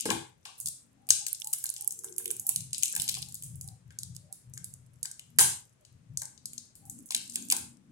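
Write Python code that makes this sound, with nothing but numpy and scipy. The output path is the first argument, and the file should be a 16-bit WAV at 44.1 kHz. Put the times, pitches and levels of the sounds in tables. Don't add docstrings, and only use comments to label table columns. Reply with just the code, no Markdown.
import sys
import numpy as np
from scipy import signal
from scipy.fft import rfft, irfft, next_fast_len
from scipy.io import wavfile
from scipy.ndimage import uniform_filter1d

SR = 44100
rng = np.random.default_rng(int(sys.argv[2]) if len(sys.argv) > 2 else 0)


def log_audio(samples):
    frames = np.atleast_2d(samples).T
    limited = np.clip(frames, -1, 1)
    pcm = np.round(limited * 32767).astype(np.int16)
    wavfile.write(sys.argv[1], SR, pcm)


N = 348831

# start_s, level_db
CRINKLE_LEVEL = [(0.0, -43), (0.31, -81), (0.59, -66), (1.08, -99), (1.28, -52.5), (2.77, -57.5),
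                 (2.95, -41.5), (3.57, -72), (3.72, -89), (5.59, -67.5), (5.79, -79.5), (6.19, -84.5),
                 (6.39, -79.5), (6.83, -80.5), (7.29, -54.5), (7.53, -52), (7.71, -83), (7.91, -86)]
# pitch_hz, level_db (per Hz)
FILM_COLOUR = [(880, -53), (1500, -22.5), (1890, -28), (3120, -14.5), (4570, -20.5), (6890, -2.5),
               (9790, 2.5), (14600, -3.5), (16500, -21)]
GRAINS_PER_S, GRAIN_SPREAD_DB, GRAIN_MS, CRINKLE_ROOM_DB = 170, 8.5, 0.8, 2.5

# start_s, level_db
RUMBLE_LEVEL = [(0.0, -85), (0.06, -57.5), (0.15, -44), (0.28, -64), (0.57, -78), (0.66, -54.5),
                (0.79, -73), (1.06, -69.5), (1.12, -54.5), (1.23, -71.5), (2.31, -68.5), (2.42, -58),
                (2.46, -74.5), (2.6, -45), (2.93, -71.5), (3.0, -47.5), (3.06, -60), (3.21, -49),
                (3.37, -60), (3.52, -44.5), (3.74, -51), (3.81, -64), (3.88, -51.5), (3.96, -59.5),
                (4.12, -45.5), (4.27, -61), (4.4, -73), (4.49, -49.5), (4.67, -55.5), (5.02, -59),
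                (5.15, -72), (5.38, -55), (5.42, -41.5), (5.62, -65), (5.84, -73), (5.95, -55), (6.04, -65),
                (6.12, -46), (6.32, -68), (6.52, -61.5), (6.7, -71.5), (6.89, -55), (7.12, -76),
                (7.2, -65.5), (7.58, -68), (7.62, -53.5), (7.84, -73), (7.91, -57.5)]
# pitch_hz, width_hz, level_db
RUMBLE_MODES = [(35, 30, -23), (86, 14, -9.5), (112.6, 8.8, -8.5), (127, 12, -3.5), (139, 30, -7),
                (174.3, 18, -10.5)]
# start_s, level_db
HUM_LEVEL = [(0.0, -83), (0.06, -47), (0.11, -40), (0.35, -93), (0.99, -68), (1.59, -91), (2.25, -70),
             (2.95, -70.5), (2.97, -62), (3.24, -69.5), (4.47, -80.5), (4.54, -68.5), (5.26, -81.5),
             (5.4, -54.5), (5.73, -89.5), (6.17, -68), (6.21, -77.5), (6.59, -63), (6.74, -79.5),
             (7.01, -50.5), (7.12, -81), (7.16, -55.5), (7.27, -64.5), (7.4, -50), (7.87, -65), (7.91, -54)]
# pitch_hz, width_hz, level_db
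HUM_MODES = [(191, 24, -3), (236, 4.9, -1.5), (274.2, 25, -4.5)]

# pitch_hz, level_db (per Hz)
HISS_COLOUR = [(15, -30), (25, -13), (60, -3.5), (135, -7.5), (202, -3.5), (245, -9), (584, -11.5),
               (726, -16), (1600, -18.5), (4730, -25.5), (8830, -23.5), (14800, -43.5), (16500, -43.5)]
HISS_DB = -74

# start_s, level_db (peak before panning), body_db, lower_treble_db, top_db (all three
# re the main band), pan_db (left minus right), length_ms, room_db (send re level_db)
SNAPS = [(0.0004, -26.5, -8, -11, -26, -6, 1.04, 19), (0.0543, -20.5, -14, -9.5, -20, -2, 1.9, 19),
         (0.1023, -15.5, -4, -10, -23, 9, 2.76, 13), (0.1165, -23, -18, -18, -15, -16, 1.1, 15),
         (0.4524, -30.5, -3, -4, -25, 2.5, 4, 14), (0.579, -41, -31, -32.5, -2, -1.5, 1.9, 22.5),
         (0.6008, -25.5, -43, -34, -10, -12, 2.2, 15), (0.61, -31, -46, -27, -19, 14, 2.2, 17.5),
         (0.6582, -16, -36, -15, -19, -1, 1.74, 14), (0.671, -23, -42, -12, -12, 16, 2.9, 1),
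         (0.6844, -20, -43, -18, -12, 8, 1.95, 6), (1.0688, -47, -24, -25, -20, 10.0, 1.4, 14),
         (1.0887, -17, -16, -17, -7, 4, 2.1, 17), (1.1042, -0.5, -22, -12, -30.5, 3.0, 2.18, 10),
         (1.265, -21, -20.5, -14.5, -22, 12, 2.3, 17.5), (1.2824, -22, -24, -15, -12, 5, 2.1, -1),
         (1.347, -28, -42, -8, -23, 8, 2.5, 12), (1.399, -29, -43, -36, -13, 6, 2.1, 10),
         (1.444, -24, -31, -19, -13, 1, 2.1, 11), (1.4711, -18, -28, -21, -10.5, 3, 2.5, 6.5),
         (1.5293, -20, -27, -27, -7, 13, 2.3, 3), (1.5335, -9, -25, -22, -12.5, -0.5, 2.95, 7),
         (1.5604, -34, -27, -30, -5, -1.5, 2.1, 5), (1.5842, -23, -22, -30, -5, 1.0, 1.9, 8),
         (1.6262, -39, -32, -24, 7, 4, 1.9, 5), (1.6401, -11.5, -41, -31, -4.5, -2, 2.4, -4),
         (1.6564, -22, -24, -12.5, -17, 5, 1.84, 14), (1.6651, -21, -35, -27, -25, -7, 1.4, 1),
         (1.6904, -24, -35, -14, -23, 4, 2.2, 11), (1.701, -21, -43, -33, -13, -19.5, 1.2, 4),
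         (1.7393, -26.5, -34, -15, -12, 5, 1.6, 10), (1.7633, -24.5, -15, -16, -34, 3.0, 1.73, 12),
         (1.8093, -23, -35, -33, -17, -6, 1.4, 6), (1.8218, -24, -42, -42, -16, 0.5, 2, 2),
         (1.8453, -26, -39, -34, -9, 3, 1.9, 1), (1.8756, -16, -61, -53, -11, -15, 1.9, 4.5),
         (1.9069, -19, -33, -48, -18.5, 4, 2.17, 10.5), (1.9222, -22, -40, -29, -14, 7, 1.9, 5),
         (1.9891, -26, -49, -44, -17, 5, 2.9, 8), (2.043, -23.5, -36, -38, -16, -1.5, 3.1, 12),
         (2.1242, -38.5, -43, -36, -27, 10, 2.3, 7), (2.1813, -15, -23, -49, -7, -8, 2.3, 10.5),
         (2.2562, -16.5, -9.5, -24, -6, -1, 2.3, 1.5), (2.278, -26.5, -15, -28, -16, -13, 2, 9),
         (2.304, -19, -12.5, -33, -18, 1.5, 2.8, 6.5), (2.3111, -20.5, -36, -28, -11, -16, 2.2, 13.5),
         (2.3655, -25.5, -38, -29, -7, -1.5, 1.7, 1), (2.3965, -18, -52, -46, -8, -5, 1.9, 7),
         (2.4665, -11.5, -45, -29, -1, -2.0, 2.3, 7), (2.4907, -8, -23.5, -27, -10.5, -9.5, 2.73, 8.5),
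         (2.5599, -12, -20.5, -19, -20, -2, 1.74, 8.5), (2.605, -27.5, -26, -12, -25, 11, 3.1, 8.5),
         (2.7306, -15.5, -19, -10, -28, -3.5, 1.7, 10), (2.7451, -27.5, -10, 1.5, -23, 13.5, 2.2, 11),
         (2.781, -19, -25, -29, -21, -7, 1.9, 12.5), (2.8251, -18, -12, -7, -12, 1, 1.3, 10),
         (2.8327, -5, -16, -23, -23, 8, 1.34, 8), (2.8564, -14, -19, -9, -14, -2, 1.4, 4),
         (2.88, -24, -31, -25, -24, 3.5, 1.9, 5), (2.9257, -21, -25, -26, -15, -1.5, 1.6, 3),
         (2.9503, -16, -27, -29, -15, 6, 2.8, 7), (2.9628, -12.5, -13, -17, -12, -5, 2.4, 8),
         (2.998, -14, -15.5, -7, -14, 6, 1.56, 11.5), (3.019, -17, -20, -22, -16, -13, 1.7, 1),
         (3.0784, -19.5, -20, -5, -27, 5, 1.9, 12.5), (3.0881, -13.5, -11, -6, -16, -4.5, 3.1, 8),
         (3.0928, -14, -23, -4, -7, 12, 2.4, 1), (3.1412, -20, -10, -8, -20, -1, 2.1, 11.5),
         (3.1502, -24, -10, -11, -24, 9, 2, 9), (3.1687, -31, -3, -3, -21, 6, 2, -1),
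         (3.2198, -26, -22, -9, -16, -13, 2.2, 11), (3.2247, -30.5, -15, 7, -15, 14, 4.1, 3),
         (3.2857, -34, -38, -13, -18, 8, 1.9, 14), (3.3226, -31.5, -42, -17, -21, -2, 1.9, 3),
         (3.3433, -25.5, -52, -23, -6, 6, 1.64, 10), (3.3523, -26.5, -58, -10.5, -20, -4, 2.1, 10),
         (3.423, -27, -15.5, -29, -12, -2, 2.2, 8.5), (3.4345, -26.5, -47, -28, -13, 6, 2.4, 17),
         (3.556, -37.5, -49, -49, -11, -19, 2.1, 14), (3.6107, -26.5, -29, -40, -17, 0.5, 1.8, 13),
         (3.6424, -40, -40, -29, -16, -4, 1.5, 10), (3.676, -34.5, -41, -19, -14, -10, 2.2, 8),
         (3.686, -34, -48, -8, -21, 12, 1.46, 6.5), (3.9053, -46.5, -8, -11, -27, 7, 2.2, 14),
         (3.987, -23, -52, -13, -24, -0.5, 2.3, 10.5), (4.0322, -22.5, -47, -8.5, -25, -4.5, 1.4, 4.5),
         (4.149, -37.5, -29, -10, -15.5, 2.5, 1.3, 15.5), (4.1647, -32.5, -39, -5, -23, -19, 1, 1.5),
         (4.326, -27.5, -47, -17.5, -12.5, -8.5, 1.47, 11), (4.5366, -33.5, -37, -34, -23, 9.5, 1.8, 15.5),
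         (4.576, -27.5, -22, -21, -34, 0, 1.9, 8.5), (4.6428, -21.5, -51, -18, -12, -6, 2.3, 7),
         (4.7381, -29, -41, -36, -19.5, -5, 1.92, 1.5), (5.0295, -19.5, -33, -17.5, -21, -9.5, 1.8, 11.5),
         (5.0548, -22, -26, -6.5, -20, 2.5, 2.2, 6.5), (5.113, -24.5, -41, -21, -29, -4, 2.8, 4.5),
         (5.1939, -27.5, -7, -18, -28.5, -1, 2.2, 5), (5.3861, -1.5, -16.5, -16.5, -10, -4, 2.75, 9.5),
         (5.392, -10, -19, -6, -23, 9, 2.4, 8), (5.3983, -6.5, -19, -19, -16.5, 6, 1.5, 22.5),
         (5.406, -23, -33, -25, -17, -12, 1.6, 13), (5.4107, -7.5, -31, -17, -14, -8, 1.9, 17.5),
         (5.8493, -41.5, -11, -7, -28, 6, 2.6, 10), (6.1728, -14, -52, -23, -32, 6.5, 1.46, 8),
         (6.197, -32, -33, -14, -20, -1, 1.9, 13), (6.2176, -22, -27, -16, -20, 1, 3.1, 7.5),
         (6.232, -29, -38, -22.5, -27, 3.5, 1.9, 9), (6.254, -26.5, -46, -32, -34.5, 7.0, 1.6, 3),
         (6.3765, -43, -24, -1.5, -49, 8, 2.2, 9.5), (6.4556, -22, -46, -12.5, -24, 2.5, 2.46, 9.5),
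         (6.5325, -29, -19, -20.5, -17.5, -1, 1.87, 9), (6.5791, -25, -47, -6, -33.5, 5, 3.1, 8.5),
         (6.7531, -38.5, -32.5, -16, -11.5, 9.5, 1.9, 16.5), (6.8533, -42, -34, -31.5, -9, 6, 1.5, 20),
         (6.8969, -28.5, -50, -34, -18, 10, 2.4, 16.5), (6.988, -35, -42, -40, -24, -3.5, 2.6, 4),
         (7.0585, -39.5, -41, -38, -8, -20, 1.3, 20.5), (7.1062, -18, -17.5, -9.5, -25, 2.5, 2.44, 12),
         (7.1202, -23.5, -5, -10, -10, 0, 2.4, 5), (7.1469, -8.5, -9, -5.5, -21, -1.0, 2.76, 5),
         (7.1632, -21, -20, -9, -24, 5, 2.1, 3), (7.2284, -39, -19, -26, -16, -1, 1.9, 7),
         (7.2993, -33.5, -37, -8, -19, -6, 1.5, 17.5), (7.3358, -34, -26, -17, -17, -4, 1.6, 22.5),
         (7.3569, -13.5, -14.5, -15.5, -21.5, -4, 1.78, 8), (7.4233, -30, -40, -29, -34, 2, 2, -2),
         (7.4854, -33, -22, -22, -12, -6, 1.6, 11), (7.5005, -10, -15, -16.5, -23, 2, 1.4, 10.5),
         (7.512, -12, -7, -25, -5, -3, 3.4, -1), (7.5217, -5.5, -15.5, -11, -17, 1, 3.2, 5.5),
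         (7.5654, -17, -32, -32, -12, 8, 1.9, 11.5)]
CRACK = 0.54
CENTRE_HZ, CENTRE_HZ_PER_DB, USUAL_TOP_DB = 8014, 56.5, -14

# pitch_hz, t60_s
ROOM_DECAY = [(150, 0.39), (500, 0.48), (2000, 0.5), (5000, 0.52), (9000, 0.44), (15000, 0.21)]
# delay_s, level_db
ECHOES = [(.0017, -8), (.0068, -24), (.0095, -62.5)]
ROOM_DB, ROOM_BUILD_S, ROOM_FADE_DB = -33.5, 0.00087, 902.5
LEFT_LAG = 7

# start_s, level_db (before a fixed trim), low_thump_db, upper_modes_db (re middle modes)
KNOCKS = [(0.056, -33.5, 7.5, 0), (0.089, -37.5, 8.5, 9.5), (0.107, -24, -1.5, 1.5), (0.456, -42.5, -30, 3),
          (0.489, -49, -35, -20), (1.106, -48, -8, 16), (1.267, -58.5, -5, 12), (1.535, -58.5, -7, 18),
          (1.641, -54, -15, 13), (2.04, -50.5, -18, 7), (2.199, -58.5, -7.5, 14), (2.302, -54, 5, 7.5),
          (2.491, -51, -2, -22), (2.937, -55.5, -3, 13), (2.963, -41.5, -12, 5), (3.087, -56.5, -0.5, 10),
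          (3.168, -49.5, -9, -27), (3.905, -71, -8, 25), (4.573, -72, -7, 29), (5.051, -54.5, -27, 16),
          (5.387, -26, -7.5, 12), (5.409, -26.5, -10, 0), (6.219, -46, -22, 4), (7.105, -46.5, -27, -4.5),
          (7.146, -54, 0, 14), (7.37, -54.5, -6, 9), (7.521, -33, -7.5, 3.5)]
# pitch_hz, level_db, t60_s
CASE_MODES = [(205, -20, .05), (253, 4, 0.069), (337, 7.5, 0.12), (409, 7, 0.05), (481.5, 10, 0.034),
              (720.4, -7.5, 0.13), (798.7, 8.5, 0.076), (916, 20, 0.012), (1097, 17.5, 0.0093),
              (1254, 1.5, 0.02), (1335, 6.5, 0.011), (1601, 8.5, .025), (2170, 2.5, 0.017),
              (3170, -4, .025)]
SLAP_DB = 10

# centre_s, level_db, pitch_hz, length_s
TOOTS = [(1.063, -70, 787, 0.18), (1.231, -59, 800, 0.041), (1.478, -57, 845, 0.081),
         (1.856, -63.5, 815, 0.15), (2.473, -63, 780, 0.09), (3.07, -61, 802, 0.032),
         (3.215, -70, 803, 0.27), (3.707, -65.5, 770, 0.11), (4.321, -63, 774, 0.032),
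         (4.276, -70.5, 593, 0.13), (5.84, -72.5, 600, .08), (6.88, -62, 784, 0.087)]
# start_s, level_db
DRONE_LEVEL = [(1.8, -87), (1.884, -68), (1.94, -79), (2.086, -55), (2.182, -62), (2.298, -51.5),
               (2.45, -81)]
# pitch_hz, width_hz, level_db
DRONE_MODES = [(308, 13, -20), (367, 18.6, 3.5), (418.5, 18, -10), (463.7, 9.3, -0.5)]

# pitch_hz, left_minus_right_db
PORT_COLOUR = [(60, 4), (200, 6.5), (700, 1), (2400, 6.5), (4500, 4), (6500, 8.5), (8500, 1), (10500, -7),
               (15000, 4)]
CUTOFF_HZ = 16750


def from_db(db):
    return 10 ** (np.asarray(db) / 20)


def rms_one(x):
    return x / np.sqrt(np.mean(x ** 2) + 1e-20)


def unit(x):
    return x / np.linalg.norm(x, axis=-1, keepdims=True)


def level_curve(rows):
    s, level_db = np.transpose(rows)
    after_db = level_db[-1] if s[-1] > 7.8 else -150
    return np.interp(np.arange(N) / SR, s, level_db, left=-150, right=after_db)


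def at_hz(points, hz):
    pitch_hz, values = np.transpose(points)
    return np.interp(np.log(hz), np.log(pitch_hz), values)


def high_pass(x, hz):
    return signal.sosfilt(signal.butter(2, hz, "high", fs=SR, output="sos"), x)


def band(x, low_hz, high_hz):
    edges = [low_hz, min(high_hz, .45 * SR)]
    return signal.sosfilt(signal.butter(2, edges, "band", fs=SR, output="sos"), x)


def steep_band(x, low_hz, high_hz):
    return unit(high_pass(band(x, low_hz, high_hz), low_hz * 0.79))


def colour(x, points):
    size = next_fast_len(x.shape[-1])
    hz = np.arange(1, size // 2 + 2) * SR / size
    tilted = irfft(rfft(x, size) * from_db(at_hz(points, hz)), size)
    return tilted[..., :x.shape[-1]]


def resonate(x, hz, width_hz):
    r = np.exp(-np.pi * width_hz / SR)
    return signal.lfilter([1 - r * r, 0, r * r - 1], [1, -2 * r * np.cos(2 * np.pi * hz / SR), r * r], x) / 2


def add(out, near, far, s, pan_db, room_db):
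    i = round(s * SR)
    gains = from_db([[pan_db / 2], [-pan_db / 2], [room_db]])
    out[:, i:i + len(near)] += gains * np.array([near, near, far])[:, :N - i]


def crinkle():
    sizes = from_db(GRAIN_SPREAD_DB * np.minimum(rng.exponential(1, N), 3))
    starts = rng.random(N) < GRAINS_PER_S / SR
    sides = from_db(rng.normal(0, 9.0, N) * [[1], [-1], [0]])
    fade = np.exp(-1000 / (GRAIN_MS * SR))
    envelopes = signal.lfilter([1], [1, -fade], sizes * starts * sides + 1e-18)
    grains = envelopes * rng.standard_normal(N)

    dealt = rng.integers(0, 6, N // 256 + 1).repeat(256)[:N]
    coloured = 0
    for k, hz in enumerate(np.geomspace(3500, 12000, 6)):
        coloured = coloured + band(grains * (dealt == k), hz / 1.48, hz * 1.53) / np.sqrt(hz)

    film_hz, film_db = np.transpose(FILM_COLOUR)
    taps = signal.firwin2(255, np.r_[0, film_hz, SR / 2], np.r_[0, from_db(2 * film_db), 0], fs=SR)
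    shape = signal.minimum_phase(taps)
    film = rms_one(signal.fftconvolve(coloured, shape[None], axes=1)[:, :N])
    return from_db(level_curve(CRINKLE_LEVEL) + [[0], [0], [CRINKLE_ROOM_DB]]) * film


def boom(modes, level_db, side_db):
    white = rng.standard_normal((2, N))
    ringing = 0
    for k, (hz, width_hz, db) in enumerate(modes):
        mode = resonate(resonate(white, hz, width_hz), hz, 4 * width_hz) / np.sqrt(width_hz)
        ringing = ringing + from_db(db) * (-1) ** k * mode
    power = uniform_filter1d(uniform_filter1d(ringing ** 2, size=3000), size=3000)
    mid, side = ringing / np.sqrt(power + 0.033 * power.mean())
    return from_db(level_db) * (mid + from_db(side_db) * side * [[1], [-1]])


def rumble():
    deep = boom(RUMBLE_MODES, level_curve(RUMBLE_LEVEL), side_db=-17.0)
    return deep + boom(HUM_MODES, level_curve(HUM_LEVEL), side_db=-9)


def hiss():
    noise = colour(rng.standard_normal((2, N)), HISS_COLOUR)
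    return from_db(HISS_DB) * noise / np.std(band(noise, 440, 16000))


def snaps():
    out, ms = np.zeros((3, N)), np.arange(900) / SR * 1000
    noise = rng.standard_normal((len(SNAPS), 900))
    for (s, db, body_db, lower_db, top_db, pan_db, length_ms, room_db), grit in zip(SNAPS, noise):
        hz = np.clip(CENTRE_HZ + CENTRE_HZ_PER_DB * (top_db - USUAL_TOP_DB), 6500, 10500)
        rise = ms / (0.44 * max(length_ms, .1))
        rattle = unit(grit * rise * np.exp(-rise))
        near_push = rattle + CRACK * (np.arange(900) == rise.searchsorted(1))
        room_push = (ms == 0) + 0.52 * rattle
        pushes = np.array([near_push, room_push])

        body = from_db(body_db) * steep_band(pushes, 2300, 3570)
        lower = from_db(lower_db) * steep_band(pushes, 3690, 5640)
        main = steep_band(pushes, hz / 1.126, hz * 1.34)
        top = from_db(top_db) * steep_band(pushes, 13000, 17320)
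        near, far = main - lower + body - top
        add(out, from_db(db) * near / np.abs(near).max(), from_db(db) * far, s, pan_db, room_db)
    return out


def room(x):
    t, edges = np.arange(SR // 2) / SR, 100 * 2 ** np.arange(0, 7.6, .5)
    white = rng.standard_normal((2, 2, len(t)))
    tail = 0
    for k, (low, high) in enumerate(zip(edges, edges[1:])):
        t60 = at_hz(ROOM_DECAY, np.sqrt(low * high))
        tail = tail + band(white[k % 2], low, high) * from_db(-60 * t / t60)
    build = (1 - np.exp(-t / ROOM_BUILD_S)) ** 2
    tail = from_db(ROOM_DB - ROOM_FADE_DB * t ** 3) * tail * build

    direct = x[:2].copy()
    for s, db in ECHOES:
        direct += from_db(db) * np.roll(x[:2], round(s * SR), axis=1)
    direct[0] = np.roll(direct[0], LEFT_LAG)
    return direct + signal.fftconvolve(x[2:], tail, axes=1)[:, :N]


def knocks():
    out, t = np.zeros((3, N)), np.arange(3000) / SR
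    spread = rng.normal(0, 2, (len(KNOCKS), len(CASE_MODES)))
    contacts = rng.standard_normal((len(KNOCKS), 3000)) * np.exp(-t / 0.0099)
    for (s, db, low_db, high_db), chance_db, contact in zip(KNOCKS, spread, contacts):
        ring = 0
        for k, ((hz, mode_db, t60), extra_db) in enumerate(zip(CASE_MODES, chance_db)):
            part_db = low_db if hz < 600 else high_db if hz > 1250 else 0
            envelope = from_db(part_db + mode_db + extra_db - 60 * t / t60)
            ring = ring + (-1) ** k * envelope * np.sin(2 * np.pi * hz * t)
        ring = ring + from_db(SLAP_DB) * band(contact, 600, 3200)
        rattled = signal.fftconvolve(ring, unit(contact))[:len(t)]
        add(out, from_db(db - 15.5) * (ring + 0.86 * rattled), from_db(db - 12.5) * ring, s, 0, 0)
    return high_pass(out, 140)


def toots():
    out, t = np.zeros((2, N)), np.arange(8000) / SR - .09
    for s, db, hz, length in TOOTS:
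        noise = rng.standard_normal((2, 12000))
        tone = rms_one(resonate(resonate(noise, hz, 50), hz, 110)[:, 4000:])
        i = round((s + t[0]) * SR)
        out[:, i:i + len(t)] += from_db(db) * tone * np.exp(-(t / (.5 * length)) ** 2)
    return out


def drone():
    return boom(DRONE_MODES, level_curve(DRONE_LEVEL), side_db=-4)


def scene():
    handling = room(crinkle() + snaps() + knocks())
    return handling + rumble() + hiss() + toots() + drone()


def record(dry):
    ports = []
    for side, sign in zip(dry, (1, -1)):
        ports.append(colour(side, [(hz, sign * db / 2) for hz, db in PORT_COLOUR]))
    rounded = .8 * np.tanh(np.array(ports) / .8)
    return signal.sosfilt(signal.cheby2(14, 60, CUTOFF_HZ, fs=SR, output="sos"), rounded)


dry = scene()
out = record(dry)
log_audio(out)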